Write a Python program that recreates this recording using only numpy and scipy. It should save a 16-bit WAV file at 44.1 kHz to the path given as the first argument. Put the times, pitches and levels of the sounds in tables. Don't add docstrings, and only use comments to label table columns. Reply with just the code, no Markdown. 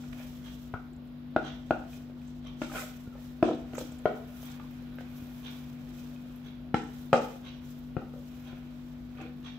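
import sys
import numpy as np
from scipy import signal
from scipy.io import wavfile
from scipy.ndimage import uniform_filter1d

SR = 44100
rng = np.random.default_rng(int(sys.argv[2]) if len(sys.argv) > 2 else 0)


def nominal_scale(level):
    x = np.asarray(level, float) / 20
    return 10 ** x


def generate_wav(signal):
    frames = np.transpose(np.atleast_2d(signal))
    scaled = np.clip(frames, -1, 1) * 32767
    pcm = np.round(scaled).astype(np.int16)
    wavfile.write(sys.argv[1], SR, pcm)


N = 422756
TIME = np.arange(N) / SR

# pitch_hz [Hz], level_db [dB], t60_s [s]
BASE_FULL = [(163, -25, 0.058), (303, -3, 0.031), (345, -6.5, 0.083), (660, 10, 0.02), (763, 1.5, 0.027),
             (900, -6, 0.022), (1024, -9.5, 0.024), (1350, 7, 0.015), (1425, -5.5, 0.12),
             (483, -14.5, 0.13), (638, -17, 0.12), (2260, -40, .015)]
BASE_EDGE = [(277, -1.5, 0.014), (317, -0.5, 0.06), (344.3, -4, 0.15), (2500, -30, .06),
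             (1020, -6.5, 0.026), (465, -7, 0.084), (650, 8, 0.035), (980, -9.5, 0.055), (1274, -1, 0.024),
             (2500, -20, 0.02)]
SIDE_LOW = [(231, -15, 0.052), (463, 6, 0.015), (620, 9.5, 0.026), (1005, -10, 0.059), (1300, -7, 0.058),
            (1420, -5.5, 0.09), (457.5, -9.5, 0.1), (704, -14.5, 0.19), (1930, -30, .012),
            (2240, -8, 0.026), (2660, -7, 0.019)]
SIDE_MIDDLE = [(228, 5, 0.02), (315, -4, 0.037), (430, 7, 0.014), (796, 6, 0.023), (1350, 7.5, 0.016),
               (815, -17.5, 0.22), (850, -18.5, 0.25), (1340, -12, 0.1), (461, -19.5, 0.17),
               (990, -13, .02), (1750, -14, 0.0071), (2100, -3, 0.012), (2530, -19, 0.018),
               (3000, -16, .006)]
SIDE_HIGH = [(239, -4, 0.11), (353, -10.5, 0.067), (415, -4, 0.031), (539, 7, 0.046), (549, -10, 0.38),
             (828, -12.5, 0.27), (1407, -13, 0.18), (1241, -14, 0.26), (691, -12.5, 0.24), (660, 5, 0.066),
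             (770, 3, 0.12), (1250, 4, 0.03), (1310, 4.5, 0.025), (1770, -23, 0.013), (2400, -17, 0.013)]
NEAR_HAND = [(146, 6.5, 0.03), (338, 7, 0.017), (507, -5, 0.053), (715, -3.5, 0.035), (1350, 2.5, 0.017),
             (2500, -6, 0.022)]
UNDER_FOOD = [(117, 2.5, 0.029), (433, -5.5, 0.025), (746, 6.5, 0.011), (967, -4.5, 0.03),
              (1296, -4, 0.084), (1434, -2.5, 0.078)]
LIP = [(543, 17, 0.017), (816, 4.5, 0.019), (1266, -0.5, 0.041), (1550, -6, 0.063), (2510, 7, 0.011)]
BELOW_LIP = [(299, 7, 0.038), (600, 4.5, 0.033), (800, -9, 0.017), (1400, -1, 0.077), (1740, 0, 0.045),
             (2550, -14, 0.038), (3150, -18, .015)]
SPOTS = [BASE_FULL, BASE_EDGE, SIDE_LOW, SIDE_MIDDLE, SIDE_HIGH, NEAR_HAND, UNDER_FOOD, LIP, BELOW_LIP]
# echo_db [dB], hiss_db [dB]
SPOT_FEEL = [(-1.5, -6.5), (-1.1, 3), (0.5, -3), (1, -1.5), (-1.5, 0.5), (2.5, -.1), (1.7, 1), (-0.3, 7),
             (2.6, 8)]
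# start_s [s], peak_db [dB], left_right_db [dB], crack_db [dB]
KNOCKS = [(0.738, -24.5, 5, -13.5), (1.362, -9.5, 3.5, -14.5), (1.707, -10, 2.5, -13.5),
          (2.097, -43.5, 5, -23), (2.616, -21.5, 5, -4), (3.426, -7.5, 2.5, -15), (3.478, -22.5, 3, -34),
          (3.487, -21, -4, -32), (3.509, -21, 1, -31), (3.528, -34, -2, -22), (3.733, -32, 0, -10),
          (3.78, -24.5, 1, -9.5), (3.811, -29.5, 3, -27), (3.919, -44, 0.0, -19), (4.055, -8.5, 6, -17.5),
          (4.596, -51.5, 5, 11.5), (4.984, -39.5, 6, 1), (5.008, -39, 3.5, -4), (6.742, -8, 4, -9),
          (7.129, -4.5, 4.5, -8.5), (7.136, -9.5, 0, -13), (7.966, -20, 9, -18), (8.017, -37, 1.5, -20),
          (8.137, -45, 10, -20), (8.529, -39, 12, -27), (9.216, -42.5, 11, -26)]
SPOT_OF_KNOCK = [6, 0, 0, 7, 8, 1, 1, 1, 1, 1, 2, 7, 7, 0, 2, 7, 7, 7, 3, 4, 4, 5, 4, 4, 5, 2]
PUSHED_OUTWARD = [1, 2, 4, 5]
# start_s [s], peak_db [dB], pitch_hz [Hz], t60_s [s]
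DABS = [(.135, -46, 630, 0.035), (.2, -43, 620, 0.047), (.25, -44, 600, 0.046), (2.469, -41, 3150, .03),
        (.92, -45, 343, 0.066), (3.475, -20.5, 331, .1), (3.509, -25, 309.6, 0.12), (3.495, -22, 475, .06),
        (8.137, -38, 503, .04), (9.215, -39, 323, .12), (3.918, -49, 613, 0.036), (2.697, -38, 1270, .04),
        (2.713, -51, 2400, .05), (2.736, -34, 770, .04), (2.748, -35, 650, .05), (2.75, -48, 1400, 0.081),
        (2.748, -38, 2400, .02), (2.781, -34.5, 1303, 0.073), (2.8, -37, 2030, 0.033),
        (2.825, -39, 620, 0.072), (3.068, -53, 1420, .07), (3.125, -50, 1350, .05), (3.138, -51, 1260, .04),
        (3.152, -42.5, 560, 0.056), (3.155, -46, 840, .04), (3.187, -45, 606, 0.043),
        (3.178, -53, 1800, .03), (3.738, -30.5, 300, .05), (3.75, -39, 1296, .03), (3.75, -45, 2010, .03),
        (3.79, -49, 3270, .03), (3.82, -33, 295, .07), (3.842, -43, 280, 0.038), (4.598, -39, 1180, 0.032),
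        (4.598, -40, 850, 0.028), (4.641, -44, 1000, .02), (4.984, -42.5, 1550, 0.039),
        (5.008, -38, 700, .03), (8.005, -48, 800, .07), (8.16, -46, 560, 0.14), (8.5, -52, 1350, .05),
        (9.172, -54, 2550, 0.042), (9.186, -46, 1190, 0.046), (9.193, -42, 427, .05),
        (9.2, -42, 773, 0.073), (9.204, -48, 2570, .06), (9.251, -42, 465, 0.1), (9.282, -46, 477, .08)]
# start_s [s], peak_db [dB]
TAPS = [
    (1.932, -55),
    (2.217, -63),
    (5.9858, -59),
    (6.162, -57.5),
]
# pitch_hz [Hz], level_db [dB], t60_s [s]
RIM_MODES = [(2520, 3, 0.028), (3150, 2, 0.0087)]
# start_s [s], peak_db [dB]
NUDGES = [
    (2.449, -48),
    (2.838, -42),
    (4.357, -62),
    (4.43, -45),
    (4.64, -54),
]
# pitch_hz [Hz], level_db [dB], t60_s [s]
WALL_MODES = [(650, -1, 0.027), (1170, -16, 0.019), (1430, -16, 0.017)]
# start_s [s], peak_db [dB]
THUMPS = [
    (3.0755, -36.5),
    (5.224, -41.5),
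    (8.53, -50),
]
# pitch_hz [Hz], level_db [dB], t60_s [s]
BOWL_MODES = [(110, 3, 0.026), (231, 0.5, 0.038)]
# middle_s [s], low_modes_db [dB], high_above_low_db [dB], fade_10db_s [s]
SCRAPES = [(0.04, -62, 1.5, 0.02), (0.13, -57, 10, 0), (0.2, -61.5, 6.5, 0.05), (1.935, -56, -2, 0),
           (2.72, -43, -4, -0.03), (2.765, -38.5, -3.5, 0.0325), (2.82, -44.5, 0, 0.0051),
           (2.9, -67, 3, 0.06), (3.165, -57, -3, 0), (3.755, -45.5, -4, 0), (3.8, -64, -4.5, 0.57),
           (4.49, -63.5, -1, 0.2), (5.2, -69, 3, 2), (7.62, -62, -4, 0), (8.51, -63, -1, 0.26),
           (9.21, -56.5, 4, 0.06), (3.83, -64, -12, -0.3)]
# pitch_hz [Hz], level_db [dB], t60_s [s]
DRAG_LOW = [(616, 1, 0.047), (789, 0, 0.08), (1038, 4, 0.022), (1270, -0.5, 0.023), (1423, 3, 0.041)]
# pitch_hz [Hz], level_db [dB], t60_s [s]
DRAG_HIGH = [(1790, 7, 0.0085), (2290, 5, 0.01), (2440, 11.5, 0.0096), (3100, 0.5, 0.008),
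             (1590, 1, 0.0087), (2030, 2, 0.004), (2820, 0.5, 0.0047), (3700, -11, 0.0043)]
# peak_s [s], level_db [dB], spare_db [dB], fade_10db_s [s]
SHEEN = [
    (2.76, -66, 0.0, -0.34),
    (2.8, -46, 0.0, 0.0651),
]
# pitch_hz [Hz], level_db [dB], t60_s [s]
SHEEN_MODES = [(11300, -2, 0.00084), (7600, -3, 0.0014)]
# peak_s [s], fine_db [dB], coarse_above_fine_db [dB], fade_10db_s [s]
SMEARS = [(0.03, -70.5, 7.5, 0.18), (0.24, -61, 0.5, 0.26), (0.51, -63.5, 3, 0.1), (0.64, -64.5, 0.5, 0.07),
          (1.48, -80, 13.5, -0.3), (1.7, -74.5, 6.5, 0.35), (1.94, -59.5, 2.5, 0.07), (2.29, -75, 9, 0.14),
          (2.622, -62, 10, 0.03), (2.64, -70, 15, 0.01), (2.73, -71, 5, 0.1), (2.8, -54, 2, 0.1439),
          (3.23, -63.5, .5, 0.12), (3.46, -76, 13, -0.57), (3.55, -65, 4, 0), (3.79, -47.5, 6, -0.0066),
          (3.815, -55.5, 4.5, 0.09), (4.19, -69.5, -0.5, 1.1), (4.42, -56.5, -3, 0.15),
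          (4.52, -62, 7.5, 0.03), (4.74, -68.5, 1.5, 0.08), (4.86, -70, -4, 0.1), (5.01, -62, 0, -0.03),
          (5.17, -60, -2.5, 0.15), (5.36, -66, -4, 0.25), (5.53, -61.5, 0, 0.23), (5.7, -62, 3, -0.2),
          (5.98, -63.5, 1.5, 0.26), (6.35, -69.5, -1, 0.2), (6.77, -73.5, 4, -0.3), (6.84, -59, 2, -0.05),
          (6.99, -60, -1, 0.14), (7.17, -65.5, 15, -0.08), (7.25, -57, -0.5, 0.06), (7.34, -65, -4, 0.13),
          (7.7, -63, 0.5, 0.15), (8.3, -65, 0, 0.26), (8.87, -73.5, 2.5, 0.9), (9.22, -65, 0, -0.06),
          (9.5, -77, 10, -0.5)]
# pitch_hz [Hz], density_db [dB per Hz]
FINE = [(5000, -38), (8500, -30.5), (10600, -35), (11700, 3), (13200, 12), (15100, -4), (15700, -8)]
# pitch_hz [Hz], density_db [dB per Hz]
COARSE = [(1760, -29), (3000, 5), (4540, -7), (5450, 2.5), (6380, -17.5), (7420, -1), (9000, -8),
          (11700, -43), (19800, -120)]
# start_s [s], peak_db [dB], pitch_hz [Hz], length_s [s]
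FLECKS = [(.469, -57, 5800, 0.0068), (0.463, -49, 3100, 0.0066), (.931, -60, 7600, .006),
          (0.962, -61, 7300, .006), (1.072, -63, 7700, .005), (2.276, -53, 7100, 0.0067),
          (2.468, -55, 5730, .01), (2.471, -62, 10800, .004), (3.746, -49, 6600, 0.0037),
          (3.751, -42.5, 6740, 0.0059), (3.749, -48, 12450, .005), (3.768, -41, 6800, 0.0075),
          (3.779, -41, 7340, 0.013), (3.918, -48, 7650, 0.0055), (3.985, -53, 7300, 0.0072),
          (3.986, -54, 10300, .005), (4.455, -43, 14800, 0.0051), (4.498, -53, 7400, 0.0047),
          (4.708, -53, 14800, .008), (4.955, -51, 13500, .006), (6.36, -51.5, 12500, .006),
          (7.129, -38, 7140, .008), (7.166, -38.5, 5370, 0.0095), (7.654, -58, 6500, .006),
          (7.702, -51, 13500, 0.0042), (7.703, -55, 7000, .006), (7.789, -52, 14000, .006),
          (9.214, -58, 6500, 0.0094), (9.452, -60, 5800, 0.02), (3.532, -44, 3820, 0.0057),
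          (3.04, -62, 9000, .003), (4.428, -50, 3000, .003), (4.42, -46, 6500, .003),
          (4.454, -45, 8000, 0.0033), (4.392, -53, 10500, .003), (1.929, -52, 2900, .003)]
# pitch_hz [Hz], t60_s [s], level_db [dB]
KITCHEN = [(60, 0.73, -27), (258, 0.34, 4.5), (610, 0.51, -2), (900, 0.51, 1), (1380, 0.44, 2.5),
           (2280, 0.52, 4), (3470, 0.45, 4.5), (5440, 0.59, 1.5), (8300, 0.05, -8)]
# pitch_hz [Hz], likeness [0 to 1]
LIKENESS = [(30, .7), (60, 0.85), (150, 0.76), (380, 0.93), (950, 0.19), (2380, 0.024), (5980, 0.017),
            (15000, 0.03)]
# pitch_hz [Hz], left_right_db [dB]
LEAN = [(60, -0.5), (150, 4.5), (380, 1), (950, 1), (2380, -2.5), (5000, -7), (8500, 3.5), (12000, 3),
        (15000, -3)]
# start_s [s], level_db [dB]
TICKS = [(.44, -68.5), (1.439, -60.5), (2.441, -69), (3.442, -63.5), (4.441, -69), (5.44, -63), (6.44, -71),
         (7.442, -64), (8.45, -71), (9.439, -64.5)]
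# delay_s [s], level_db [dB]
TICK_STEPS = [
    (-.012, -6),
    (.008, 0),
    (.027, -1.5),
    (.085, -12),
]
# pitch_hz [Hz], level_db [dB], t60_s [s]
CLOCK_MODES = [(1120, -2, 0.0087), (1590, -2, 0.0037), (2400, -7, 0.0094), (2950, -1, 0.0039),
               (3330, 1.5, 0.0061), (3600, -7, 0.0024), (1950, -6, 0.0028), (5730, -3, 0.0033)]
# multiple [of motor speed], level_db [dB], left_right_db [dB]
HUM = [(1, -18.5, -2.5), (2, -20, -5.5), (3, -8, 0.5), (4, -20, -2.5), (5, -0.5, 4), (6, -21, -6.5),
       (7, -26.5, 11), (30, -38.5, 13.5)]
# time_s [s], strongest_hum_line_db [dB]
BACKGROUND_SWAY = [(0.0, -43), (0.96, -46.5), (1.41, -43), (1.87, -45.5), (2.48, -43.5), (3.01, -46.5), (3.58, -43.5),
                   (4.3, -45.5), (4.91, -43.5), (5.23, -44.5), (6.06, -43.5), (6.49, -45), (7.1, -43.5),
                   (7.32, -46.5), (7.93, -43.5), (8.22, -45), (9.05, -44.5), (9.59, -45)]
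# pitch_hz [Hz], density_db [dB per Hz]
RUMBLE = [(25, -26), (42, 7.5), (60, 0), (95, -4.5), (130, -4), (170, -6), (230, -11.5), (330, -14)]
# pitch_hz [Hz], density_db [dB per Hz]
FLOOR = [(360, 2.5), (715, 4.5), (830, -3), (1160, -1.5), (1450, -4.5), (1700, -5.5), (2100, -12),
         (2500, 5), (2850, -10), (3400, -7.5), (4500, -17.5), (5100, -15), (7350, -39.5), (8500, -65.5)]

SMEAR_RISE = 0.67
REST_FINE_DB, REST_COARSE_DB = -76.5, -92


def knocks():
    echo_db, crack_lean_db = -5.5, -10.5
    shiver_db, shiver_s = -14.5, 0.018
    chatter_depth, chatter_hz, settle_s = 0.63, 122, 0.033
    out, send, t = np.zeros((2, N + SR)), np.zeros(N + SR), np.arange(SR // 4) / SR
    dull = signal.butter(3, [250, 2600], "band", fs=SR, output="sos")
    wide = signal.butter(2, [400, 4200], "band", fs=SR, output="sos")
    slow = signal.butter(4, chatter_hz, fs=SR, output="sos")
    no_deep_bass = signal.butter(2, 85, "high", fs=SR, output="sos")
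    contact = np.exp(-t / 0.0002) * (1 - np.exp(-t / 0.000067))
    resting = 1 - np.exp(-t / settle_s)
    for k, ((start_s, peak_db, left_right_db, crack_db), spot) in enumerate(zip(KNOCKS, SPOT_OF_KNOCK)):
        spot_echo_db, spot_hiss_db = SPOT_FEEL[spot]
        sign = 1 if k in PUSHED_OUTWARD else -1
        blow = sign * ring(contact, SPOTS[spot]) * (1 - np.exp(-t / 0.00096))
        blow = signal.sosfilt(no_deep_bass, blow)

        shared, own = rng.standard_normal(len(t)), rng.standard_normal((2, len(t)))
        burst = (shared + 1.53 * own) * np.exp(-t / 0.0034) * (1 - np.exp(-t / 0.00061))
        shiver = own[:, ::-1] * np.exp(-t / shiver_s) * (1 - np.exp(-t / 0.012))
        shiver = nominal_scale(shiver_db + spot_hiss_db) * shiver
        crack = signal.sosfilt(dull, burst) + signal.sosfilt(wide, shiver)
        crack = crack + nominal_scale(-48.5) * np.diff(burst, prepend=0)
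        sound = blow / np.abs(blow).max() + nominal_scale(crack_db) * lean(crack_lean_db) * crack
        sound = nominal_scale(peak_db) * sound

        chatter = 1 + chatter_depth * rms_one(signal.sosfilt(slow, shared[::-1]))
        chatter = chatter / np.hypot(1, chatter_depth)
        sound = sound * (1 + (chatter - 1) * resting)
        at = round((start_s + .0006) * SR)
        out[:, at:][:, :len(t)] += sound * lean(left_right_db)
        blurred = sound.mean(axis=0) * chatter * np.exp(-t / settle_s)
        send[at:][:len(t)] += nominal_scale(echo_db + spot_echo_db) * blurred
    return out[:, :N], send[:N]


def dabs():
    out, t = np.zeros(N + SR), np.arange(SR // 5) / SR
    for start_s, peak_db, pitch_hz, t60_s in DABS:
        decay = nominal_scale(peak_db - 60 * t / max(t60_s, .005))
        swell = 1 - np.exp(-t / 0.0012)
        out[round(start_s * SR):][:len(t)] += decay * swell * np.sin(2 * np.pi * pitch_hz * t)
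    return out[:N]


def taps(events, modes):
    clicks = np.zeros(N)
    clicks[[round(start_s * SR) for start_s, peak_db in events]] = nominal_scale(np.array(events)[:, 1] + 3.0)
    return ring(clicks, modes)


def drag():
    slips_per_s = 1100 * nominal_scale(3 * drift(60))
    slips = rng.random((3, N)) < slips_per_s / SR
    slips = slips * nominal_scale(1.7 * np.minimum(rng.exponential(1, (3, N)), 4))
    slips = slips * rng.choice([-1, 1], (3, N))
    low, high = swells(SCRAPES, 0.86, 1.27)
    body = rms_one(ring(slips[0] + .5 * slips[1:], DRAG_LOW)) * low
    return body + rms_one(ring(slips[1:], DRAG_HIGH)) * high * nominal_scale([[-3], [2.5]])


def sheen():
    return rms_one(ring(rng.standard_normal((2, N)), SHEEN_MODES)) * swells(SHEEN, 1.25, 1.6)[0]


def smear():
    wash_db, wash_rise_s, wash_t60_s = -36.5, 0.021, 0.76
    wash = []
    for (start_s, peak_db, left_right_db, crack_db), spot in zip(KNOCKS, SPOT_OF_KNOCK):
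        coarse_db = peak_db + crack_db + wash_db + SPOT_FEEL[spot][1] - 1
        wash.append((start_s + wash_rise_s, coarse_db - 60, 60, wash_t60_s / 6))
    level = np.hypot(swells(SMEARS, SMEAR_RISE), swells(wash, wash_rise_s / wash_t60_s))
    level = np.hypot(level, nominal_scale([[REST_FINE_DB], [REST_COARSE_DB]]))
    level = level * nominal_scale(1.6 * drift(34))
    fine = rms_one(bands(N, 8100, 16260, lambda hz: at_hz(FINE, hz)))
    coarse = rms_one(bands(N, 2956, 8224, lambda hz: at_hz(COARSE, hz)))
    return level[0] * fine + level[1] * coarse


def flecks():
    width = 0.17
    out, t = np.zeros((2, N + SR)), np.arange(2000) / SR
    for start_s, peak_db, pitch_hz, length_s in FLECKS:
        noise = rng.standard_normal((3, len(t)))
        edges = [pitch_hz * (1 - width / 2), min(pitch_hz * (1 + width / 2), 15700)]
        band = signal.butter(2, edges, "band", fs=SR, output="sos")
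        puff = rms_one(signal.sosfilt(band, noise[0] + 1.2 * noise[1:]))
        puff = puff * np.exp(-t / max(length_s, .001)) * (1 - np.exp(-t / 0.00065))
        out[:, round(start_s * SR):][:, :len(t)] += nominal_scale(peak_db - 5.0) * puff * lean(-2)
    return out[:, :N]


def kitchen(x):
    t = np.arange(SR) / SR
    echoes = bands(len(t), 50, 16000, lambda hz: at_hz(KITCHEN, hz, column=2) - 60 * t / at_hz(KITCHEN, hz))
    echoes = echoes * np.clip((t - .006) / .008, 0, 1)
    echoes = echoes * (1 + 2.3 * np.exp(-t / 0.0088))
    echoes = echoes / np.sqrt(np.sum(echoes ** 2) / 2)
    return signal.fftconvolve(x[None], echoes, axes=1)[:, :N]


def clock():
    clicks, n = np.zeros(N + SR), np.arange(900)
    rattle = np.exp(-n / 260) * (1 - np.exp(-n / 40))
    for start_s, level_db in TICKS:
        for delay_s, step_db in TICK_STEPS:
            at = round((start_s + delay_s) * SR)
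            clicks[at:at + len(n)] += nominal_scale(level_db + step_db - 3.5) * rattle * rng.standard_normal(len(n))
    return ring(clicks[:N], CLOCK_MODES)


def refrigerator():
    motor_hz, lag_s = 49.07, .00007
    out, heard_s = 0, TIME - lag_s * np.array([[1], [0]])
    for multiple, level_db, left_right_db in HUM:
        turns = round(multiple) * motor_hz * heard_s + rng.random() + 0.033 * drift(6.0)
        tone = np.sqrt(2) * np.sin(2 * np.pi * turns)
        out = out + nominal_scale(level_db + 0.21 * drift(9)) * lean(left_right_db) * tone
    return nominal_scale(in_time(BACKGROUND_SWAY) + 0.22) * out


def air():
    rustle_follows, rustle_from_hz = 0.22, 410
    sway_db = in_time(BACKGROUND_SWAY) - in_time(BACKGROUND_SWAY).mean()
    busy = np.hypot(swells(SMEARS, SMEAR_RISE)[0] / nominal_scale(REST_FINE_DB), 1)
    busy_db = 20 * np.log10(uniform_filter1d(busy, size=8000))
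    busy_db = rustle_follows * (busy_db - busy_db.mean())

    def hiss_db(hz):
        rustle_db = busy_db * np.clip(np.log2(hz / rustle_from_hz) / 2, 0, 1)
        return at_hz(FLOOR, hz) + 1.0 * drift(6.8) + rustle_db

    rumble = rms_one(bands(N, 25.5, 348.0, lambda hz: at_hz(RUMBLE, hz) + 2.0 * drift(4.4)))
    hiss = rms_one(bands(N, 334.4, 8650, hiss_db))
    return nominal_scale(-51.5 + 0.4 * sway_db) * rumble + nominal_scale(-59 + 0.37 * sway_db) * hiss


def ring(clicks, modes):
    out = 0
    for pitch_hz, level_db, t60_s in modes:
        r, w = nominal_scale(-60 / (t60_s * SR)), 2 * np.pi * pitch_hz / SR
        resonator = [1, -2 * r * np.cos(w), r * r]
        out = out + signal.lfilter([0, nominal_scale(level_db) * np.sin(w)], resonator, clicks + 1e-18)
    return out


def swells(strokes, rise, power=1):
    peak_s, level_db, above_db, fade_s = np.transpose(strokes)[:, :, None]
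    coarse_time = TIME[::64]
    late_s = coarse_time - peak_s
    distance = np.maximum(late_s, -late_s / rise) / np.maximum(fade_s, .005)
    shape_db = level_db - 10 * distance ** power
    gains = [np.sqrt(np.sum(nominal_scale(2 * layer_db), axis=0)) for layer_db in (shape_db, shape_db + above_db)]
    return np.array([np.interp(TIME, coarse_time, gain) for gain in gains])


def bands(size, low_hz, high_hz, gain_db):
    out, white = 0, rng.standard_normal((2, 2, size))
    edges = np.geomspace(low_hz, high_hz, round(2.7 * np.log2(high_hz / low_hz)) + 1)
    for k, (low, high) in enumerate(zip(edges, edges[1:])):
        band = signal.butter(2, [low, high], "band", fs=SR, output="sos")
        mid, side = signal.sosfilt(band, white[k % 2])
        hz = np.sqrt(low * high)
        alike = np.clip(at_hz(LIKENESS, hz), 0, 1)
        pair = np.sqrt(1 + alike) * mid + np.sqrt(1 - alike) * side * [[1], [-1]]
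        out = out + nominal_scale(gain_db(hz)) * lean(at_hz(LEAN, hz)) * pair
    return out


def drift(rate_hz):
    r = np.exp(-80 * np.pi * rate_hz / SR)
    slow = signal.lfilter([1], [1, -2 * r, r * r], rng.standard_normal(N // 40 + 2002))[2000:]
    return np.interp(np.arange(N) / 40, np.arange(len(slow)), rms_one(slow))


def lean(left_right_db):
    return nominal_scale(left_right_db / 2 * np.array([[1], [-1]]))


def rms_one(x):
    return x / np.sqrt(np.mean(x ** 2) + 1e-20)


def at_hz(points, hz, column=1):
    table = np.array(points)
    return np.interp(np.log(hz), np.log(table[:, 0]), table[:, column])


def in_time(rows):
    return np.interp(TIME, *np.transpose(rows))


def scene():
    hits, send = knocks()
    light, rub = dabs(), drag()
    touch, ticks = taps(TAPS, RIM_MODES), clock()
    send = send + nominal_scale(-6) * light + nominal_scale(-5.5) * rub[0] + nominal_scale(6.5) * ticks + nominal_scale(-6.0) * touch
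    pan = hits + light * lean(2) + rub + sheen() + taps(NUDGES, WALL_MODES)
    food = smear() + flecks() + taps(THUMPS, BOWL_MODES)
    aside = (ticks + touch) * nominal_scale([[-4], [2.5]])
    return pan + food + aside + kitchen(send) + refrigerator() + air()


def low_pass(x):
    return signal.sosfilt(signal.butter(12, 16610, fs=SR, output="sos"), x)


def record(dry):
    x = signal.sosfilt(signal.butter(2, 36, "high", fs=SR, output="sos"), dry)
    rounded = .8 * np.tanh(x / .8)
    mix = signal.sosfilt(signal.cheby2(20, 60, 16000, fs=SR, output="sos"), rounded)
    return low_pass(mix)


dry = scene()
out = record(dry)
generate_wav(out)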